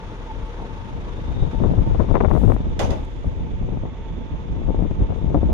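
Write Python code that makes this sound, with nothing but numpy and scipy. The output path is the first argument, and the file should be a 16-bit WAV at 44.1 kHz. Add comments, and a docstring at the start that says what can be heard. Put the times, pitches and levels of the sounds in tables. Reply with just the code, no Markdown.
"""A diesel train idles beside an open platform: firing chug, machinery clatter, fan whine, thin whistle.
Faint scuffs sound nearby. Wind eddies buffet the two microphone ports, mostly the left, hardest near
2.2 s, where a faint fizz joins in. The camera turns away from the train and its body shades the treble.
At 2.8 s an air valve on the train lets off a short double hiss, and a light tick follows.
The wind eases, then gusts again towards the end."""
import sys
import numpy as np
from scipy.fft import rfft, irfft, next_fast_len
from scipy.io import wavfile
from scipy.ndimage import map_coordinates

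SR = 44100
rng = np.random.default_rng(int(sys.argv[2]) if len(sys.argv) > 2 else 0)


def persist_wave(psi):
    """Save psi, clipped to +-1, as 16-bit WAV."""
    counts = np.round(np.clip(psi, -1, 1) * 32767).astype(np.int16)
    wavfile.write(sys.argv[1], SR, np.atleast_2d(counts).T)


N = 243873


def amp(db):
    """Decibels to gain."""
    return 10 ** (np.asarray(db) / 20)


def unit(x):
    """x scaled to rms 1."""
    return x / np.sqrt(np.mean(x ** 2) + 1e-20)


def along(points, hz):
    """Value columns of (freq_hz, value, ...) rows, read at hz on a log axis."""
    freq_hz, *columns = np.transpose(points)
    return np.array([np.interp(np.log(hz + 1), np.log(freq_hz + 1), c) for c in columns])


def curves(rows):
    """Value columns of (time_s, value, ...) rows, read at every sample."""
    time_s, *columns = np.transpose(rows)
    return np.array([np.interp(np.arange(N) / SR, time_s, c) for c in columns])


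def wobble(rate_hz):
    """Smooth random curve, rate_hz knots a second."""
    knots = rng.standard_normal(int(N * rate_hz / SR) + 4)
    return map_coordinates(knots, [np.arange(N) * rate_hz / SR])


def filtered(x, response):
    """x through the gain response(hz)."""
    size = next_fast_len(N + SR // 2)
    return irfft(rfft(x, size) * response(np.fft.rfftfreq(size, 1 / SR)), size)[..., :N]


def coloured(x, spectrum):
    """x shaped by (freq_hz, gain_db, ...) rows."""
    return filtered(x, lambda hz: amp(along(spectrum, hz)))


def noise(spectrum):
    """Coloured noise of rms 1, unrelated at the two ports."""
    return unit(coloured(rng.standard_normal((2, N)), spectrum))


def ringing(x, modes):
    """x through narrow resonances, each at its own rms level."""
    return sum(amp(db) * unit(filtered(x, lambda hz: 1 / (1 + ((hz - centre_hz) / width_hz) ** 2)))
               for centre_hz, width_hz, db in modes)


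def pan(lean_db):
    """Port gains of mean power 1; lean_db is left minus right."""
    return unit(amp([[lean_db / 2], [-lean_db / 2]]))


def burst(start_s, attack_s, t60_s):
    """Envelope: fast rise, exponential decay."""
    t = np.maximum(np.arange(N) / SR - start_s, 0)
    return (1 - np.exp(-t / attack_s)) * np.exp(-np.log(1000) * t / t60_s)


# likeness of the train's sound at the two ports: freq_hz, correlation
PORT_COHERENCE = [(60, 0.96), (300, 1), (900, 0.7), (1400, 0.42), (3100, 0.12), (6800, 0.14)]

def airborne():
    """White noise from the train: alike at both ports in the bass, nearly unrelated in the treble."""
    def mid_side_gains(hz):
        angle = np.arccos(np.clip(along(PORT_COHERENCE, hz)[0], -1, 1)) / 2
        return np.array([np.cos(angle), np.sin(angle)])

    mid, side = filtered(rng.standard_normal((2, N)), mid_side_gains)
    return np.array([mid + side, mid - side])


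# exhaust note: firing_multiple, level_db
EXHAUST_HARMONICS = [(1, 2), (2, -15), (3, -11.5), (8, -20)]
# engine, fan and pumps, facing the train: freq_hz, left_db, right_db
MACHINERY_SPECTRUM = [(19.8, -15.5, -9), (71.6, -1, -2), (210, -12, -12.5), (550, -14, -14.5),
                      (610, -20, -18.5), (1000, -17, -25), (1360, -20, -24), (2950, -29.5, -28.5),
                      (3610, -32.5, -26.5), (4320, -35.5, -41), (6710, -45.5, -37), (7530, -53.5, -51.5),
                      (10000, -56.5, -50), (14500, -71, -70.5)]
# engine casing resonances: freq_hz, width_hz, level_db
CASING_MODES = [(469.7, 11, -50.5), (882, 24, -51.5), (967, 28, -56), (1115, 22, -59), (1250, 8.9, -62.5)]

def engine(firing_hz=38.5):
    """Six cylinders fire three times a turn; the machinery noise throbs twice a turn."""
    firing_phase = 2 * np.pi * np.cumsum(firing_hz * (1 + 0.0067 * wobble(5))) / SR
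    shaft_phase = firing_phase / 3
    hum = sum(amp(db + 3.2 * wobble(5.9)) * np.sin(k * firing_phase + rng.uniform(0, 2 * np.pi))
              for k, db in EXHAUST_HARMONICS)
    throb = amp(np.array([[1.5], [.9]]) * np.cos(2 * shaft_phase) + 0.62 * wobble(60))
    clatter = amp(-37.5) * unit(coloured(airborne(), MACHINERY_SPECTRUM))
    casing = amp(1.1 * wobble(16)) * ringing(airborne(), CASING_MODES)
    return throb * (clatter + casing) + chug(firing_phase) + amp(-33.5) * pan(1.5) * hum


# firing puff: freq_hz, gain_db
CHUG_SPECTRUM = [(45, -19), (90, -4.5), (180, -0.5), (320, 0), (520, -4.5), (750, -9), (1400, -21),
                 (3000, -63.5), (6000, -120)]
# chug strength: time_s, level_db
CHUG_LEVELS = [(0, -46), (.18, -44), (.31, -45), (.49, -44.5), (.63, -32.5), (.75, -52), (.87, -46),
               (.95, -45), (1.05, -42), (2.6, -43.5), (3.1, -49.5), (5.53, -45.5)]

def chug(firing_phase, swing_db=3, scatter_db=3, scatter_hz=38.5):
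    """Each firing lets out a puff of low noise, no two equally strong."""
    puffs = amp(swing_db * np.cos(firing_phase) + scatter_db * wobble(scatter_hz))
    return amp(curves(CHUG_LEVELS)) * unit(puffs * coloured(airborne(), CHUG_SPECTRUM))


# cooling fan whine: time_s, level_db
FAN_LEVELS = [(0, -51), (.1, -46), (.25, -55), (.3, -37), (.35, -48), (.5, -53), (.62, -48), (.7, -44),
              (.79, -41.5), (.83, -44), (.9, -44), (1.0, -50), (1.12, -72), (1.25, -45), (1.38, -59),
              (1.55, -39), (1.68, -48), (1.9, -43.5), (2.4, -53), (3.3, -50), (5.5, -46)]

def fan(pitch_hz=891, waver_db=-0.3):
    """The cooling fan's narrow whine swells and fades, roughened by the moving air."""
    phase = 2 * np.pi * np.cumsum(pitch_hz * (1 + 0.01163 * wobble(45))) / SR
    level_db = curves(FAN_LEVELS) + waver_db * wobble(11)
    roughness = amp(4.1 * wobble(45))
    return amp(level_db) * unit(roughness * np.sin(phase))


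# airy engine whistle: time_s, pitch_hz, level_db
WHISTLE_TRACK = [(0, 3480, -64), (.9, 3480, -67), (1.4, 3646, -55), (1.9, 3630, -64.5), (2.6, 3547, -60),
                 (3.3, 3476, -60), (3.7, 3490, -62), (4.1, 3470, -55), (4.6, 3520, -62.5),
                 (5.53, 3550, -61)]

def whistle():
    """A narrow band of rushing air drifts in pitch, swells and flutters."""
    pitch_hz, level_db = curves(WHISTLE_TRACK)
    phase = 2 * np.pi * np.cumsum(pitch_hz) / SR
    band = np.array([wobble(340) * np.cos(phase) + wobble(340) * np.sin(phase) for _ in "LR"])
    flutter = amp(2.4 * wobble(22))
    return pan(-5.0) * amp(level_db) * unit(flutter * band)


# shadow of the camera body: freq_hz, left_db, right_db
BODY_SHADOW = [(704, -4, -3.5), (1500, -10, -5), (2220, -8.5, 0.5), (3450, -10, -3.5), (4700, -9.5, -7.5),
               (6500, -15, -3.5), (9500, -25, -14.5), (14000, -6, -14)]
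# camera heading relative to the train: time_s, away_fraction, left_lag_ms
CAMERA_TURN = [(0, 0.13, 0.15), (1.2, 0.26, 0.22), (2, 0.17, 0.33), (2.6, 0.56, 0.29), (3.1, 0.9, 0.26),
               (3.7, 1, 0.28), (4.2, 0.94, -0.17), (5, 0.78, -0.32), (5.53, 0.83, -0.13)]

def turning(facing):
    """As the camera turns, its body shades the treble and the train moves from right to left."""
    away, lag_ms = curves(CAMERA_TURN)
    left, right = (1 - away) * facing + away * coloured(facing, BODY_SHADOW)
    lagged_left = map_coordinates(left, [np.arange(N) - lag_ms * SR / 1000], order=5, mode="mirror")
    return np.array([lagged_left, right])


# slow wind strength: time_s, left_db, right_db
GUST_LEVELS = [(0, -43, -52), (0.85, -36, -43), (1.2, -33.5, -34), (1.5, -21, -35), (1.63, -16, -29.5),
               (1.9, -20, -24), (2.07, -15, -34), (2.3, -17, -38), (2.52, -13, -32.5), (2.62, -31, -27.5),
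               (2.77, -29.5, -27), (2.9, -22.5, -26.5), (3.1, -38.5, -37.5), (3.4, -32, -32.5),
               (3.7, -25.5, -28.5), (4.0, -38.5, -36.5), (4.45, -35, -34), (4.7, -24, -31),
               (5.0, -30.5, -25), (5.2, -26.5, -35.5), (5.39, -22.5, -25.5), (5.53, -22.5, -20.5)]
# big swirls and short lulls: centre_s, left_added_db, right_added_db
SWIRLS_AND_LULLS = [(0.39, 8, 3), (0.44, 5, 14), (0.96, 11, 2), (1.309, 7, 5), (1.43, 4.5, 12),
                    (1.515, -15, -2), (1.65, 1, 2), (1.85, -6.5, -4), (1.98, -3, -2.5), (2.062, -9, -3),
                    (2.135, 0.5, 2), (2.185, -11, 7), (2.22, -1.5, 13), (2.26, -1.5, 2), (2.4, -4, 4),
                    (2.47, 2.5, 3), (2.56, -2, 3), (2.67, 7, 6), (3.2, 6, 3.5), (3.276, 18, 9),
                    (3.415, 5, 3), (3.535, 4, 5), (4.125, 3.5, 3), (4.339, 10, 3.5), (4.52, 7, 6),
                    (4.675, 5, -1), (4.725, -7.5, -4), (4.84, 8, -2), (4.925, 6.5, -4), (5.02, 12.5, 8.5),
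                    (5.11, 5, 2), (5.26, 5, 1), (5.44, 4, -2.5)]

def gusts(swirl_width_s=0.017, unrest_db=2.5, unrest_hz=24):
    """Wind strength per port in dB: restless slow gusts and, separately, brief swirls."""
    t = np.arange(N) / SR
    swirl_db = sum(np.outer([left_db, right_db], np.exp(-.5 * ((t - centre_s) / swirl_width_s) ** 2))
                   for centre_s, left_db, right_db in SWIRLS_AND_LULLS)
    unrest = np.tanh([wobble(unrest_hz), wobble(unrest_hz)])
    return curves(GUST_LEVELS) + unrest_db * unrest, swirl_db


def eddies(spectrum, depth_db, rate_hz):
    """Turbulent noise comes in lumps, different at each port."""
    lumps = amp(depth_db * np.tanh([wobble(rate_hz), wobble(rate_hz)]))
    return unit(lumps * noise(spectrum))


# large eddies: freq_hz, gain_db
RUMBLE_SPECTRUM = [(8, -22.5), (22, -3.5), (35, 0.5), (65, -2), (100, -6.5), (170, -15), (350, -36),
                   (900, -120)]
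# mid-size eddies: freq_hz, gain_db
FLUTTER_SPECTRUM = [(50, -24.5), (120, -1.5), (200, -0.5), (400, -10.5), (650, -19), (1100, -29.5),
                    (2500, -55), (6000, -120)]

def wind(head_on_db=3, swirl_share=0.84):
    """Gusts drive eddies of three sizes over the ports; swirls lift the rumble and the flutter."""
    gust_db, swirl_db = gusts()
    away, _ = curves(CAMERA_TURN)
    stir_db = gust_db + head_on_db * away  # turned away, the ports meet the wind head on
    rumble_db = gust_db + swirl_db + 4.0 - 0.28 * away
    flutter_db = stir_db + swirl_share * swirl_db - 6.5
    rumble = amp(rumble_db) * eddies(RUMBLE_SPECTRUM, depth_db=1.0, rate_hz=17)
    flutter = amp(flutter_db) * eddies(FLUTTER_SPECTRUM, depth_db=9.5, rate_hz=55)
    rasp = np.array([crackle(port_db - 0.4) for port_db in stir_db])
    return rumble + flutter + rasp


def crackle(gust_db, spread_db=23.5, clump_db=13.5, stray_db=-1, stray_share=0.021, count=770):
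    """Small vortices break on one port at random, loud in clumps; a large one sometimes strays in."""
    moments, weakness, stray_draw = rng.random((3, count))
    at = (moments * N).astype(int)
    small_db = clump_db * np.tanh(wobble(35))[at] - spread_db * weakness
    large_db = stray_db - 6 * weakness
    level_db = 1.03 * gust_db[at] - 2.0 + np.where(stray_draw < stray_share, large_db, small_db)
    return vortices(moments * N / SR, amp(level_db), core_ms=1.0)


# port response to crossing vortices: freq_hz, gain_db
PORT_RESPONSE = [(150, 3), (450, 1), (1150, 0.5), (1600, -4), (2300, 2), (4000, -4), (7000, -15)]

def vortices(times_s, heights, core_ms, size=900):
    """Pressure spikes of vortices crossing one port: the stronger, the faster and so the narrower."""
    width = core_ms * SR / 1000 * np.clip(heights / .1, .1, 10)[:, None] ** -.25
    steps = np.arange(size) - size // 2
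    # each one pushes, sucks or does both, by where it passes
    twist = np.exp(2j * np.pi * rng.random((len(times_s), 1)))
    shapes = np.real(twist / (1 - 1j * steps / width) ** 2) * np.hanning(size)
    at = np.round(times_s * SR).astype(int)[:, None] + steps + size
    pressure = np.bincount(at.ravel(), (heights[:, None] * shapes).ravel(), N + size)[size:size + N]
    return coloured(pressure, PORT_RESPONSE)[0]


# faint scuffs near the camera: start_s, level_db, t60_s
SCUFF_EVENTS = [(0.454, -66, .14), (0.616, -70, 0.11), (1.525, -70, 0.091), (3.252, -66, 0.092),
                (4.915, -79, 0.16), (5.155, -71, 0.23)]

def scuffs():
    """Brief, soft rustles in the high treble."""
    envelope = sum(amp(db) * burst(start_s, 0.0037, t60_s) for start_s, db, t60_s in SCUFF_EVENTS)
    spectrum = [(4000, -24.5), (8000, -2.5), (10000, -4), (14000, -18.5)]
    return envelope * eddies(spectrum, depth_db=6.5, rate_hz=200)


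# sharpest eddies striking the ports: start_s, level_db, lean_db, core_ms, wake_t60_s
BUFFET_EVENTS = [(0.622, -37, 5, 1.1, 0.054), (1.365, -26.5, 9, 0.86, 0.034), (1.424, -22.5, 1.5, 3.9, .03),
                 (1.602, -21.5, 9, 0.83, .03), (1.637, -18, 19, 0.68, 0.098), (1.647, -21, 18, 0.82, 0.045),
                 (1.695, -27, 7, 0.74, .03), (1.713, -17.5, 0, 1.1, 0.042), (1.78, -17, 9, 4.4, 0.025),
                 (1.873, -22.5, -15, 1, 0.067), (1.91, -24, 7, 0.7, .025), (1.947, -22, 12.5, .7, 0.04),
                 (1.956, -25.5, 9.5, .55, 0.027), (1.995, -22, 20, .55, 0.092), (2.001, -18, 17, .65, 0.1),
                 (2.089, -24.5, 11.5, 0.6, 0.03), (2.111, -18, 21, .8, 0.057), (2.142, -18, 20, .7, 0.14),
                 (2.153, -11, 28, .6, 0.068), (2.168, -20.5, 22, 0.5, .02), (2.178, -19, 21, .8, 0.028),
                 (2.204, -18.5, 23, 0.43, 0.034), (2.208, -10.5, 27, .7, 0.046),
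                 (2.236, -19, 19, .7, 0.085), (2.247, -14, 27, .6, 0.053), (2.278, -14, 24, 4.3, .03),
                 (2.284, -22, 20, 0.51, 0.017), (2.304, -21, 17, 0.62, 0.027), (2.312, -15.5, 26, .6, 0.06),
                 (2.337, -22, 20, 0.7, .015), (2.351, -17.5, 28, 0.67, 0.025),
                 (2.363, -18.5, 25, 0.67, 0.034), (2.375, -20.5, 20, .6, 0.025),
                 (2.416, -22, 25, .9, 0.048), (2.436, -20, 23, 0.79, 0.035),
                 (2.472, -17.5, 17.5, 3.2, 0.092), (2.478, -20, 15, .75, .03), (2.5, -18, 18, 0.65, 0.045),
                 (2.519, -16, 17.5, .55, 0.032), (2.564, -21.5, 10.5, 0.55, 0.023),
                 (2.604, -21, 0, 1.4, 0.028), (3.244, -28, 15, 0.68, 0.031), (3.687, -26.5, 4, .8, 0.065),
                 (3.772, -28, 11, 0.62, 0.014), (3.835, -27, 17, 0.76, 0.023),
                 (3.853, -28.5, 12, 0.61, 0.042), (4.617, -25, 11, 0.87, 0.013), (4.687, -23, 10, 1, 0.16),
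                 (4.705, -16.5, 13, 1.3, 0.022), (4.745, -20, 13, 0.87, 0.034),
                 (4.791, -25.5, 6.5, .8, 0.18), (4.823, -20, 6.5, 0.94, 0.04), (4.911, -21, 12, 1.1, 0.053),
                 (5.003, -24, -0.5, 3.8, 0.028), (5.104, -20, 10, 1, .02), (5.122, -26, 10, 0.63, .08),
                 (5.161, -28, 12, .7, 0.015), (5.244, -20, 16, 1.6, 0.032), (5.345, -13, 8, 0.9, 0.073),
                 (5.357, -14, 5, 1.1, 0.055), (5.375, -17.5, 8, 1.1, 0.071), (5.431, -16.5, 8, 1.15, 0.042)]

def buffets(count=9, gap_cores=4, lead_db=7.5, shove_db=-10):
    """A strong eddy slaps a port with a low shove; weaker vortices follow in its wake."""
    start_s, level_db, lean_db, core_ms, t60_s = np.transpose(BUFFET_EVENTS)
    gaps, decay_scatter = rng.uniform(.5, 1.5, (len(start_s), 2, count)).transpose(1, 0, 2)
    delay_s = gap_cores * core_ms[:, None] / 1000 * (np.cumsum(gaps, axis=1) - gaps[:, :1])
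    times_s = (start_s[:, None] + delay_s + 0.001).ravel()
    heights = amp(level_db[:, None] + lead_db - 60 * delay_s * decay_scatter / t60_s[:, None])
    cores_ms = np.repeat(core_ms, count)[:, None]
    ports = []
    for gain in np.hstack([pan(lean) for lean in lean_db]):
        wake = vortices(times_s, (gain[:, None] * heights).ravel(), cores_ms, size=1600)
        shove = vortices(start_s + 0.0034, gain * amp(.5 * level_db + shove_db), core_ms=1.8, size=1600)
        ports.append(wake + shove)
    return np.array(ports)


def fizz():
    """Faint, near-white noise at the height of the strongest gust."""
    level_db = curves([(2.26, -110), (2.29, -69), (2.38, -63), (2.55, -63), (2.575, -110)])
    return amp(level_db + 5.5) * noise([(1000, 0.014), (15000, 0.0027)])


# valve puffs: start_s, jet_db, jet_t60_s, body_db, body_t60_s
VALVE_PUFFS = [(2.7917, -30, 0.33, -17.5, 0.39), (2.904, -42.5, 0.2, -27, 0.37)]
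# air jet: freq_hz, gain_db
JET_SPECTRUM = [(600, -14), (1500, 2.5), (2200, 0), (3400, 1), (4300, -5.5), (4900, -3.5), (5400, -5),
                (6000, -11), (6700, -4), (8000, -17), (10500, -16), (15000, -33)]
# pipe resonances: freq_hz, width_hz, level_db
PIPE_MODES = [(1960, 90, -8), (2430, 110, -10), (3025, 50, -14), (3480, 40, -12), (4820, 50, -20),
              (5052, 40, -20), (5930, 85, -12), (6395, 75, -12)]
# space under the carriage: freq_hz, gain_db
UNDERFLOOR_SPECTRUM = [(100, -31), (300, 1), (520, 2.5), (850, -0.5), (1150, -7.5), (1600, -18),
                       (3500, -25), (8000, -53.5)]
# resonances of that space: freq_hz, width_hz, level_db
UNDERFLOOR_MODES = [(544, 14, -9), (635, 18, -16), (873, 14, -12)]

def air_valve():
    """Each puff opens with a crack; its bright jet rings the pipe and the space under the carriage."""
    crack = jet = body = 0
    for start_s, jet_db, jet_t60_s, body_db, body_t60_s in VALVE_PUFFS:
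        crack += amp(jet_db + 9) * burst(start_s, attack_s=.0012, t60_s=.035)
        jet += amp(jet_db) * burst(start_s, attack_s=0.00076, t60_s=jet_t60_s)
        body += amp(body_db) * burst(start_s, attack_s=0.01, t60_s=body_t60_s)
    echo = amp(-57.0) * burst(VALVE_PUFFS[0][0], attack_s=.03, t60_s=4.2)  # scattered back by houses
    rush = eddies(JET_SPECTRUM, depth_db=1.5, rate_hz=300)
    pipe = ringing(noise(JET_SPECTRUM), PIPE_MODES)
    hollow = unit(noise(UNDERFLOOR_SPECTRUM) + ringing(noise(UNDERFLOOR_SPECTRUM), UNDERFLOOR_MODES))
    hiss = jet * unit(rush + pipe) + (crack + echo) * noise(JET_SPECTRUM)
    return pan(-8.0) * hiss + pan(2.5) * body * hollow


def tick():
    """One faint, light tick after the hiss."""
    envelope = burst(3.05, attack_s=.0005, t60_s=.012)
    spectrum = [(2000, -16), (5000, -1.5), (7000, 3), (11000, -9), (15000, -17.5)]
    return amp(-48.5) * pan(-11.0) * envelope * noise(spectrum)


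def scene():
    """Train, wind and valve at the two ports."""
    train = turning(engine() + fan() + whistle())
    return train + wind() + scuffs() + buffets() + fizz() + air_valve() + tick()


def record(dry, ceiling=.9, top_hz=15700):
    """The microphone rounds off the biggest gusts and keeps nothing above its band limit."""
    rounded = dry / (1 + np.abs(dry / ceiling) ** 4) ** (1 / 4)
    return filtered(rounded, lambda hz: hz < top_hz)


dry = scene()
out = record(dry)
persist_wave(out)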